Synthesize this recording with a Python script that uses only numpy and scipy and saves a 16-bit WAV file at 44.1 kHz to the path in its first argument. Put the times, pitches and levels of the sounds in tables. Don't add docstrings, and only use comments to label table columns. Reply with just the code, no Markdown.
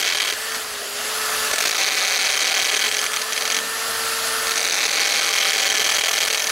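import sys
import numpy as np
from scipy import signal
from scipy.io import wavfile
from scipy.ndimage import uniform_filter1d

SR = 44100
rng = np.random.default_rng(int(sys.argv[2]) if len(sys.argv) > 2 else 0)


def makeup_ratio(level_db):
    decades = np.asarray(level_db, float) / 20
    return 10 ** decades


def store_wav(level_fs):
    pcm = np.round(np.clip(np.atleast_2d(level_fs), -1, 1) * 32767)
    wavfile.write(sys.argv[1], SR, pcm.T.astype(np.int16))


N = 287091

# (time [s], strength [dB])
KNOCKS = [(0.0002, -11), (0.004, -7), (0.0094, -13), (0.0122, -10), (0.0153, -10), (0.0261, -7),
          (0.0286, -7), (0.0326, -11), (0.0438, -7), (0.0493, -6), (0.0532, -10), (0.0599, -7),
          (0.0639, -6), (0.07, -7), (0.0754, -6), (0.078, -6), (0.0808, -12), (0.0883, -5), (0.0922, -7),
          (0.1, -6), (0.1027, -6), (0.1104, -11), (0.113, -8), (0.1233, -6), (0.1259, -9), (0.1313, -13),
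          (0.1353, -10), (0.1482, -6), (0.152, -7), (0.1549, -12), (0.1602, -12), (0.1717, -6),
          (0.1769, -10), (0.1847, -8), (0.2006, -6), (0.2032, -4), (0.2072, -8), (0.219, -6), (0.2215, -6),
          (0.228, -8), (0.2386, -6), (0.2491, -7), (0.2517, -12), (0.2558, -11), (0.2585, -10),
          (0.2727, -7), (0.2767, -7), (0.2794, -7), (0.2872, -12), (0.2897, -7), (0.3002, -6),
          (0.3054, -13), (0.3084, -11), (0.325, -6), (0.3362, -11), (0.5209, -11), (0.5465, -12),
          (0.5525, -14), (0.5581, -14), (0.5635, -15), (1.5134, -6), (1.5339, -7), (1.5367, -8),
          (1.5402, -7), (1.5606, -9), (1.5835, -5), (1.5886, -7), (1.6052, -4), (1.6096, -6), (1.6242, -7),
          (1.6283, -7), (1.6395, -5), (1.6536, -5), (1.6574, -4), (1.6612, -6), (1.6727, -6), (1.6784, -6),
          (1.6816, -3), (1.6919, -10), (1.6952, -5), (1.7099, -6), (1.7151, -8), (1.7277, -7), (1.7344, -8),
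          (1.7469, -7), (1.7514, -7), (1.7566, -10), (1.7643, -9), (1.7695, -8), (1.7798, -10),
          (1.7826, -6), (1.7865, -6), (2.9138, -4), (2.924, -5), (2.9347, -11), (2.9436, -6), (2.9482, -6),
          (2.9681, -5), (2.9837, -9), (2.9908, -3), (2.9937, -12), (3.0149, -4), (3.0265, -13),
          (3.0304, -12), (3.0407, -5), (3.0538, -10), (3.064, -2), (3.1183, -14), (3.1337, -7),
          (3.1397, -10), (3.1627, -7), (3.1702, -4), (3.1943, -13), (3.2157, -10), (3.2195, -6),
          (3.3237, -7), (3.3319, -4), (3.364, -6), (3.3768, -3), (3.4094, -8), (3.4222, -5), (3.432, -11),
          (3.4534, -4), (3.4644, -12), (3.4769, -9), (3.5012, -4), (3.5123, -7), (3.5199, -6), (3.5236, -3),
          (3.5448, -7), (3.5475, -6), (3.5556, -11), (3.566, -3), (3.5695, -13), (3.5762, -12), (3.588, -5),
          (4.2704, -12), (4.4696, -5), (4.4805, -10), (4.4941, -10), (4.5093, -7), (4.518, -5),
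          (4.5384, -11), (4.5578, -6), (4.5689, -6), (4.5718, -11), (4.5765, -4), (4.5793, -7),
          (4.5827, -6), (4.594, -5), (4.605, -11), (4.614, -4), (4.6291, -6), (4.6417, -7), (4.6476, -7),
          (4.6502, -10), (4.6541, -6), (4.6654, -7), (4.6697, -11), (4.6753, -4), (4.6864, -5),
          (4.6976, -4), (4.7088, -4), [5.3276, -6], [5.3314, -4], [5.3377, -3], [5.3427, -4], [5.3529, -6],
          [5.3584, -6], [5.3622, -5], [5.3667, -5], [5.3758, -7], [5.3795, -4], [5.3846, -4], [5.3896, -5],
          [5.4012, -5], [5.4045, -4], [5.4091, -3], [5.4138, -4], [5.4228, -7], [5.4266, -5], [5.4306, -4],
          [5.4386, -9], [5.4469, -4], [5.4521, -4], [5.4575, -4], [5.465, -9], [5.4701, -4], [5.4752, -8],
          [5.4789, -6], [5.4842, -3], [5.4893, -5], [5.4956, -3], [5.5022, -8], [5.5072, -4], [5.52, -4],
          [5.5324, -4], [5.5392, -4], [5.5483, -8], [5.5516, -4], [5.5599, -6], [5.5689, -5], [5.5798, -7],
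          [5.5827, -6], [5.5873, -3], [5.596, -8], [5.5998, -3], [5.6037, -4], [5.6093, -5], [5.6191, -6],
          [5.6228, -7], [5.6268, -8], [5.6303, -5], [5.6357, -5], [5.6447, -4], [5.6537, -5], [5.6588, -5],
          [5.6641, -5], [5.6679, -4], [5.673, -6], [5.6781, -4], [5.6897, -4], [5.7001, -4], [5.7039, -5],
          [5.709, -5], [5.718, -4], [5.7247, -8], [5.7287, -5], [5.7412, -6], [5.7461, -7], [5.7518, -5],
          [5.7566, -3], [5.7669, -5], [5.773, -3], [5.7773, -4], [5.7822, -4], [5.7961, -5], [5.8015, -7],
          [5.804, -5], [5.8117, -5], [5.8168, -5], [5.8194, -12], [5.8232, -11], [5.8282, -5], [5.8434, -6],
          [5.8468, -5], [5.8495, -7], [5.853, -6], [5.8613, -11], [5.8639, -5], [5.868, -9], [5.8728, -7],
          [5.8797, -8], [5.8906, -6], [5.8944, -5], [5.8982, -12], [5.9021, -5], [5.9137, -6], [5.9185, -5],
          [5.9222, -6], [5.9277, -10], [5.9366, -12], [5.94, -5], [5.9452, -5], [5.9494, -7], [5.9545, -12],
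          [5.9582, -4], [5.9648, -6], [5.97, -5], [5.9837, -5], [5.9888, -5], [5.995, -8], [6.0104, -6],
          [6.013, -4], [6.0179, -5], [6.0373, -6], [6.0398, -9], [6.0473, -6], [6.0587, -5], [6.0634, -9],
          [6.0701, -6], [6.0827, -4], [6.0863, -6], [6.0928, -5], [6.1118, -6], [6.1155, -6], [6.132, -5],
          [6.1353, -5], [6.1408, -5], [6.1524, -9], [6.1597, -6], [6.1698, -7], [6.1785, -11], [6.1812, -5],
          [6.1872, -6], [6.2046, -5], [6.209, -5], [6.2161, -5], [6.2201, -12], [6.2276, -6], [6.2326, -6],
          [6.24, -7], [6.2513, -7], [6.26, -7], [6.2726, -10], [6.2772, -6], [6.2824, -6], (6.3021, -5),
          (6.3074, -2), (6.3111, -4), (6.3287, -4), (6.3348, -5), (6.3461, -3), (6.3498, -4), (6.3585, -11),
          (6.3747, -4), (6.3796, -2), (6.3969, -5), (6.4018, -3), (6.4216, -6), (6.4427, -4), (6.4701, -4),
          (6.4751, -3), (6.4948, -11), (6.5, -4)]
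# (time [s], strength [dB], extra ring of the free shank [dB], share of stroke in contact [0-1],
# extra ring of the bit tip [dB])
BLOWS = [(0, -6, 3, .9, -6), (.34, -6, 3, .65, -3), (1.5, -6, -14, 0.57, -4), (1.8, -6.5, -4.5, 0.98, -2.5),
         (2.1, -7, -2.5, 0.96, -1), (2.4, -5.5, 0.5, 0.85, -0.5), (2.8, -7.5, 2.5, 0.85, -1),
         (2.93, -5, 2, 0.41, 1), (3.6, -7, 0.5, 0.59, 2), (4.5, -6, -3, .6, 3), (4.7, -6.5, -16, 0.73, 0.5),
         (5.0, -6, -3, 0.91, -3), (5.4, -6.5, 1.5, .78, -1.5), (5.65, -5.5, 1.5, 0.8, -2.5),
         (5.8, -4, 3, 0.75, 1), (6.1, -6.5, 2.5, 0.54, -0.5), (6.3, -3.5, 0.5, 0.6, 0),
         (6.51, -5.5, -1, .3, 2.5)]
# (start [s], end [s])
RATTLES = [(1.79, 2.9), (4.715, 5.325)]
BURST_STARTS = [1.844, 1.864, 1.966, 2.159, 2.242, 2.337, 2.3912, 2.4165, 2.4439, 2.4651, 2.487, 2.5103,
                2.5415, 2.561, 2.5881, 2.6154, 2.6449, 2.6826, 2.7137, 2.7303, 2.7601, 2.7928, 2.8124,
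                2.839, 2.8612, 2.88, 4.7212, 4.7425, 4.7639, 4.8053, 4.8304, 4.8803, 4.9074, 4.9275, 4.951,
                4.9697, 4.9952, 5.0431, 5.0708, 5.0908, 5.1161, 5.1376, 5.181, 5.2115, 5.2298, 5.2552,
                5.2746, 5.3013]
# (frequency [Hz], level [dB], t60 [s], swing over one stroke [dB],
# place in the stroke where the swing peaks [0-1])
STEEL_MODES = [(641, -4.5, 0.013, 1.5, .4), (2070, -9, 0.0097, 2.5, 0.03), (2354, -4.5, 0.0097, -0.3, 0.2),
               (2533, 0, 0.0092, 1.8, .22), (3135, -6, 0.016, 4.5, 0.29), (3226, -7.5, 0.029, 4.5, 0.37),
               (3855, -2.5, 0.0084, 1.5, 0.83), (4290, -3, 0.0078, 2.5, 0.83),
               (4550, -2, 0.0057, -0.5, 0.8), (5900, -5, 0.0058, 8, .41), (6330, -6, 0.0076, 7, 0.37),
               (8930, -5.5, 0.0041, 0.5, 0.2)]
# (time [s], mean speed [turns/s])
SPEED = [(0, 425), (.3, 424), (.5, 447), (.7, 424), (.88, 401), (1.1, 435), (1.65, 436), (1.8, 427),
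         (2.2, 424), (2.7, 427), (3.0, 429), (3.6, 448), (4.05, 450), (5.0, 447), (5.6, 432), (5.75, 432),
         (6.3, 444), (6.51, 448)]
# (time [s], bit load [0-1], motor noise [dB], fourth-order whine [dB])
MOTOR = [(0, 0.7, -35, -42), (.32, 0.6, -34, -41), (.4, 0.17, -33, -37), (.55, 0.24, -32.5, -40),
         (.63, 0.03, -35.5, -53), (.9, 0.3, -34, -54), (1.06, 0.08, -31.5, -45), (1.3, 0.08, -29.8, -41),
         (1.47, 0.1, -28, -33.5), (1.52, 0.8, -28.5, -33), (1.62, 1, -28.5, -39), (1.8, 1, -36, -45),
         (2.8, 0.57, -33.5, -40.5), (2.97, 0.34, -32, -36.5), (3.6, 0.17, -32.5, -35.5),
         (4.05, 0, -30.5, -42), (4.45, 0.06, -29.5, -34.5), (4.7, 0.74, -33.5, -39), (5.2, 0.66, -34, -50),
         (5.85, 0.8, -32.5, -36), (6.25, 0.99, -32, -42), (6.51, 0.4, -30, -35)]
# (start [s], end [s])
BORES = [(1.79, 2.93), (4.715, 6.295)]
# (start [s], end [s])
STEADY = [(1.05, 1.55), (3.1, 4.65)]
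# (frequency [Hz], relative density [dB per Hz])
ROAR = [(800, -30), (1000, -3), (1120, 1), (1350, 3), (2600, -12.5), (3380, -35), (5720, -120)]
# (frequency [Hz], relative density [dB per Hz])
DRONE = [(88, -72), (150, -21), (394, -8.5), (480, -3.5), (640, 0.5), (780, -2), (930, -6), (1150, -18)]
# (frequency [Hz], relative density [dB per Hz])
GEARS = [(1120, -4.5), (1900, 1.5), (2300, -4), (2710, 1), (3000, -0.5), (3350, 0.1), (3800, -1.5),
         (4700, 1), (5450, -4), (6000, -4), (8000, -10.5), (10400, -58), (17600, -120)]
# (frequency [Hz], relative density [dB per Hz])
FAN = [(4120, -10), (7000, 0), (9490, -2.5), (10000, -1.5), (11000, -6.5), (12000, -5.5), (13300, -7.5),
       (16000, -10.5)]
# (middle [s], half width to 1/e [s], peak boost [dB])
SWELLS = [(0.519, 0.22, 5), (3.951, 0.25, 3)]
# (frequency [Hz], level [dB rms])
HUM = [(60, -62), (120, -66), (240, -54)]
# (start frequency [Hz], end frequency [Hz])
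GROAN_HZ = [(300, 268), (225, 198)]

TURNS_PER_STROKE = 10.545
CONTACT_MIDDLE = .35
RATTLE_GAP_S, GAP_SPREAD = .0047, .27
START_SPREAD, SHARE_SPREAD = .05, .05
SIZE_SPREAD_DB = 1.3
PARTING_S, SHORTEST_S = .005, .002
SHANK_HZ, TIP_ABOVE_HZ = 3170, 5500
PHASE_SPREAD = .45
CRACK_DB, CRACK_S = -11.5, .00006
SHAKE_DB = 7.5

# (dB above the motor noise running free, dB lost at full load)
UNBALANCE, HOUSING, GEARBOX = (-8, 7), (-0.29, 2.53), (3.83, 2)
BLADES, HANDS = (-3.5, 16), (-22, 5.5)
SECOND_DB, THIRD_DB = -6.5, 0
MESH_ORDER, MESH_DB, MESH_WAVER_DB = 1.803, -43.5, 2
DRONE_DB, DRONE_FOLLOWS = -37.5, .7
GEARS_DB_PER_TURN, REFERENCE_SPEED = -0.01, 441.5
GRAIN_DB = 0.86
GROAN_START_S, GROAN_END_S, GROAN_DB = 3.5, 3.7, -45


def seconds():
    return np.arange(N) / SR


def read(points, hz):
    f, value = np.transpose(points)
    return np.interp(np.log(hz + 1), np.log(f + 1), value, left=-90, right=-90)


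def columns(rows):
    s, *rest = np.transpose(rows)
    return [np.interp(seconds(), s, c) for c in rest]


def evened(x):
    return x / np.sqrt(np.mean(x ** 2) + 1e-20)


def drift(span_s):
    width = max(int(span_s * SR), 1)
    once = uniform_filter1d(rng.standard_normal(N), width)
    return evened(uniform_filter1d(once, width))


def noise(points, patchy_db):
    frames, hz = N // 256 + 5, np.fft.rfftfreq(1024, 1 / SR)
    real, imaginary, patches = rng.standard_normal((frames, 513, 3)).T
    patches = uniform_filter1d(patches, size=8, axis=0)
    patches = evened(uniform_filter1d(patches, size=8, axis=1))
    spectra = (real + 1j * imaginary) * makeup_ratio(read(points, hz)[:, None] + patchy_db * patches)
    return evened(signal.istft(spectra, nperseg=1024, noverlap=768)[1][:N])


def during(spans):
    t = seconds()
    inside = sum(1. * (t > start) * (t < end) for start, end in spans)
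    return uniform_filter1d(inside, size=2000)


def bit_load():
    return np.clip(columns(MOTOR)[0], 0, 1)


def follower(rule):
    above_db, lost_db = rule
    return columns(MOTOR)[1] + above_db - lost_db * bit_load()


def stroke_count():
    return np.cumsum(columns(SPEED)[0]) / SR / TURNS_PER_STROKE


def impacts():
    strokes, t = stroke_count(), seconds()
    number = np.arange(int(strokes[-1]))
    middle_s = np.interp(number + CONTACT_MIDDLE, strokes, t)
    stroke_s = np.gradient(middle_s)
    blow_db, _, share, _ = (np.interp(middle_s, t, c) for c in columns(BLOWS))
    luck = rng.standard_normal((len(number), 8))
    length_s = np.clip(share + SHARE_SPREAD * luck[:, 7], .05, 1) * stroke_s
    gaps_s = RATTLE_GAP_S * np.exp(GAP_SPREAD * luck[:, 1:7])
    into_s = np.cumsum(gaps_s, axis=1) - gaps_s[:, :1]
    start_s = middle_s + START_SPREAD * stroke_s * luck[:, 0] - length_s / 2

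    parted_s = np.array(BURST_STARTS)
    nominal_s = middle_s - share * stroke_s / 2
    nearest_s = parted_s[abs(nominal_s[:, None] - parted_s).argmin(axis=1)]
    parted = abs(nearest_s - nominal_s) < stroke_s / 2
    start_s = np.where(parted, nearest_s, start_s)
    room_s = np.diff(start_s, append=N / SR) - PARTING_S * np.append(parted[1:], 0)
    length_s = np.minimum(length_s, np.maximum(room_s, SHORTEST_S))

    click_s = start_s[:, None] + into_s
    size = makeup_ratio(blow_db[:, None] + SIZE_SPREAD_DB * rng.standard_normal(click_s.shape))
    size = size * np.clip((length_s[:, None] - into_s) / .002, 0, 1)
    size = size * sum((click_s > start) & (click_s < end) for start, end in RATTLES)
    knock_s, knock_db = np.transpose(KNOCKS)
    all_s, all_sizes = np.append(click_s, knock_s), np.append(size, makeup_ratio(knock_db))
    return np.clip(np.round(all_s * SR).astype(int), 0, N - 1), all_sizes


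def ringing_steel(at, sizes):
    _, shank_db, _, tip_db = (c[at] for c in columns(BLOWS))
    t, steel, strokes = np.arange(2000) / SR, np.zeros(N), stroke_count()[at]
    luck = rng.standard_normal((len(at), len(STEEL_MODES), 2))
    for k, (hz, db, t60, swing_db, best) in enumerate(STEEL_MODES):
        own_db = 1.6 * luck[:, k, 0]
        own_db += shank_db * (abs(hz - SHANK_HZ) < 200) + tip_db * (hz > TIP_ABOVE_HZ)
        own_db += swing_db * np.cos(2 * np.pi * (strokes - best))
        strikes = np.zeros(N, complex)
        np.add.at(strikes, at, sizes * makeup_ratio(own_db) * np.exp(1j * PHASE_SPREAD * luck[:, k, 1]))
        rise = (1 - np.exp(-t * hz ** 2 / 707.0)) ** 2
        ring = rise * makeup_ratio(db - 60 * t / t60) * np.exp(2j * np.pi * hz * t)
        steel += signal.oaconvolve(strikes, ring)[:N].imag
    return steel


def crushed_grit(train, lag):
    shape = np.where(lag < 0, .25 * np.exp(lag / .0015), np.exp(-lag / .0012))
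    grit = noise([(200, -8.5), (600, -21), (1500, -30.0), (2300, -2.0), (4300, 4.0), (6300, 3.5),
                  (8000, -11), (15500, -34)], patchy_db=1.5)
    return signal.oaconvolve(train, shape, "same") * grit


def pressure_crack(train, lag):
    u = (lag / CRACK_S) ** 2
    return signal.oaconvolve(train, (1 - u) * np.exp(-u / 2), "same")


def hammer(at, sizes):
    train, lag = np.bincount(at, sizes, N), np.arange(-400, 401) / SR
    blows = makeup_ratio(-0.8) * ringing_steel(at, sizes) + makeup_ratio(-5.0) * crushed_grit(train, lag)
    blows += makeup_ratio(CRACK_DB) * pressure_crack(train, lag)
    return signal.sosfilt(signal.butter(2, 140, "high", fs=SR, output="sos"), blows)


def wall(x):
    taps = np.zeros(600)
    for s, share in [(0, 0.074), (.0005, 0.35), (.0021, -0.1), (.0048, -0.15)]:
        taps[int(np.clip(s * SR, 0, 599))] += share
    return signal.oaconvolve(x, taps)[:N]


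def contact(at, sizes):
    train = np.bincount(at, np.clip(sizes / .1, 0, 1), N)
    return np.clip(signal.oaconvolve(train, np.hanning(440), "same"), 0, 1)


def motor_tones():
    load, whine_db, unbalance_db = bit_load(), columns(MOTOR)[2], follower(UNBALANCE)
    waver = (.002 + .001 * load) * drift(.03)
    angle = 2 * np.pi * np.cumsum(columns(SPEED)[0] * (1 + waver)) / SR

    def tone(order, db):
        flutter_db = .7 * (order - 1) * drift(0.0065)
        return np.sqrt(2) * makeup_ratio(db + flutter_db) * np.sin(order * angle)

    out = tone(1, unbalance_db + 6.8 * load * drift(0.01)) + tone(4, whine_db)
    out += during(BORES) * tone(MESH_ORDER, MESH_DB + MESH_WAVER_DB * drift(.04))
    return out + during(STEADY) * (tone(2, unbalance_db + SECOND_DB) + tone(3, unbalance_db + THIRD_DB))


def free_throb():
    return (1 - bit_load()) * np.cos(2 * np.pi * 120 * seconds())


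def housing_roar():
    throb = free_throb()
    drone_db = DRONE_DB + DRONE_FOLLOWS * (columns(MOTOR)[1] + 31.5)
    roar = makeup_ratio(follower(HOUSING) + 0.76 * throb) * noise(ROAR, patchy_db=2.0)
    return roar + makeup_ratio(drone_db + 0.9 * throb) * noise(DRONE, patchy_db=1.8)


def gear_hiss():
    gear_db = follower(GEARBOX) + GEARS_DB_PER_TURN * (columns(SPEED)[0] - REFERENCE_SPEED)
    return makeup_ratio(gear_db + 0.36 * free_throb() + GRAIN_DB * drift(0.0012)) * noise(GEARS, patchy_db=1.27)


def fan_hiss():
    fan = makeup_ratio(columns(MOTOR)[1] + .5 * free_throb()) * noise(FAN, patchy_db=3.0)
    blades = noise([(10000, -13), (10700, -0.5), (11300, -5.5), (11900, -9)], patchy_db=1.5)
    return fan + makeup_ratio(follower(BLADES)) * blades


def hand_rumble():
    swell_db = sum(db * np.exp(-((seconds() - s) / half_s) ** 2) for s, half_s, db in SWELLS)
    rumble = noise([(20, -11), (60, 17.0), (130, -3), (260, 7.0), (330, -30)], patchy_db=2.0)
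    return makeup_ratio(follower(HANDS) + swell_db) * rumble


def supply_hum():
    t = seconds()
    hum = sum(np.sqrt(2) * makeup_ratio(db) * np.sin(2 * np.pi * hz * t) for hz, db in HUM)
    return (1 - 0.68 * bit_load()) * makeup_ratio(columns(MOTOR)[1] + 31.0) * hum


def groan():
    u = np.clip((seconds() - GROAN_START_S) / (GROAN_END_S - GROAN_START_S), 0, 1)
    tones = sum(np.sin(2 * np.pi * np.cumsum(a + (b - a) * u) / SR) for a, b in GROAN_HZ)
    return makeup_ratio(GROAN_DB) * np.sqrt(np.abs(np.sin(np.pi * u))) * (u < 1) * tones


def scene():
    at, sizes = impacts()
    shake_db = SHAKE_DB * bit_load() * (contact(at, sizes) - 0.4349)
    motor = motor_tones() + housing_roar() + gear_hiss() + fan_hiss() + hand_rumble() + supply_hum()
    mono = wall(hammer(at, sizes)) + makeup_ratio(shake_db) * motor + groan()
    return np.array([mono, mono])


def roll_off(x):
    return signal.sosfilt(signal.butter(12, 16970, fs=SR, output="sos"), x)


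def record(dry):
    peak_db = 20 * np.log10(abs(dry[0]) + 1e-6)
    fall_db = np.arange(N) * 650. / SR
    held_db = np.maximum.accumulate(peak_db + fall_db) - fall_db
    over_db = np.maximum(held_db + 6.2, 0)
    ahead_db = np.roll(uniform_filter1d(over_db, size=32), shift=-16)
    limited = dry / makeup_ratio(ahead_db)
    bass_cut = signal.sosfilt(signal.butter(2, 56, "high", fs=SR, output="sos"), limited)
    edge = signal.firwin(1023, 15800, window=("kaiser", 9), fs=SR)
    finished = signal.oaconvolve(bass_cut, edge[None], "same")
    return roll_off(finished)


dry = scene()
out = record(dry)
store_wav(out)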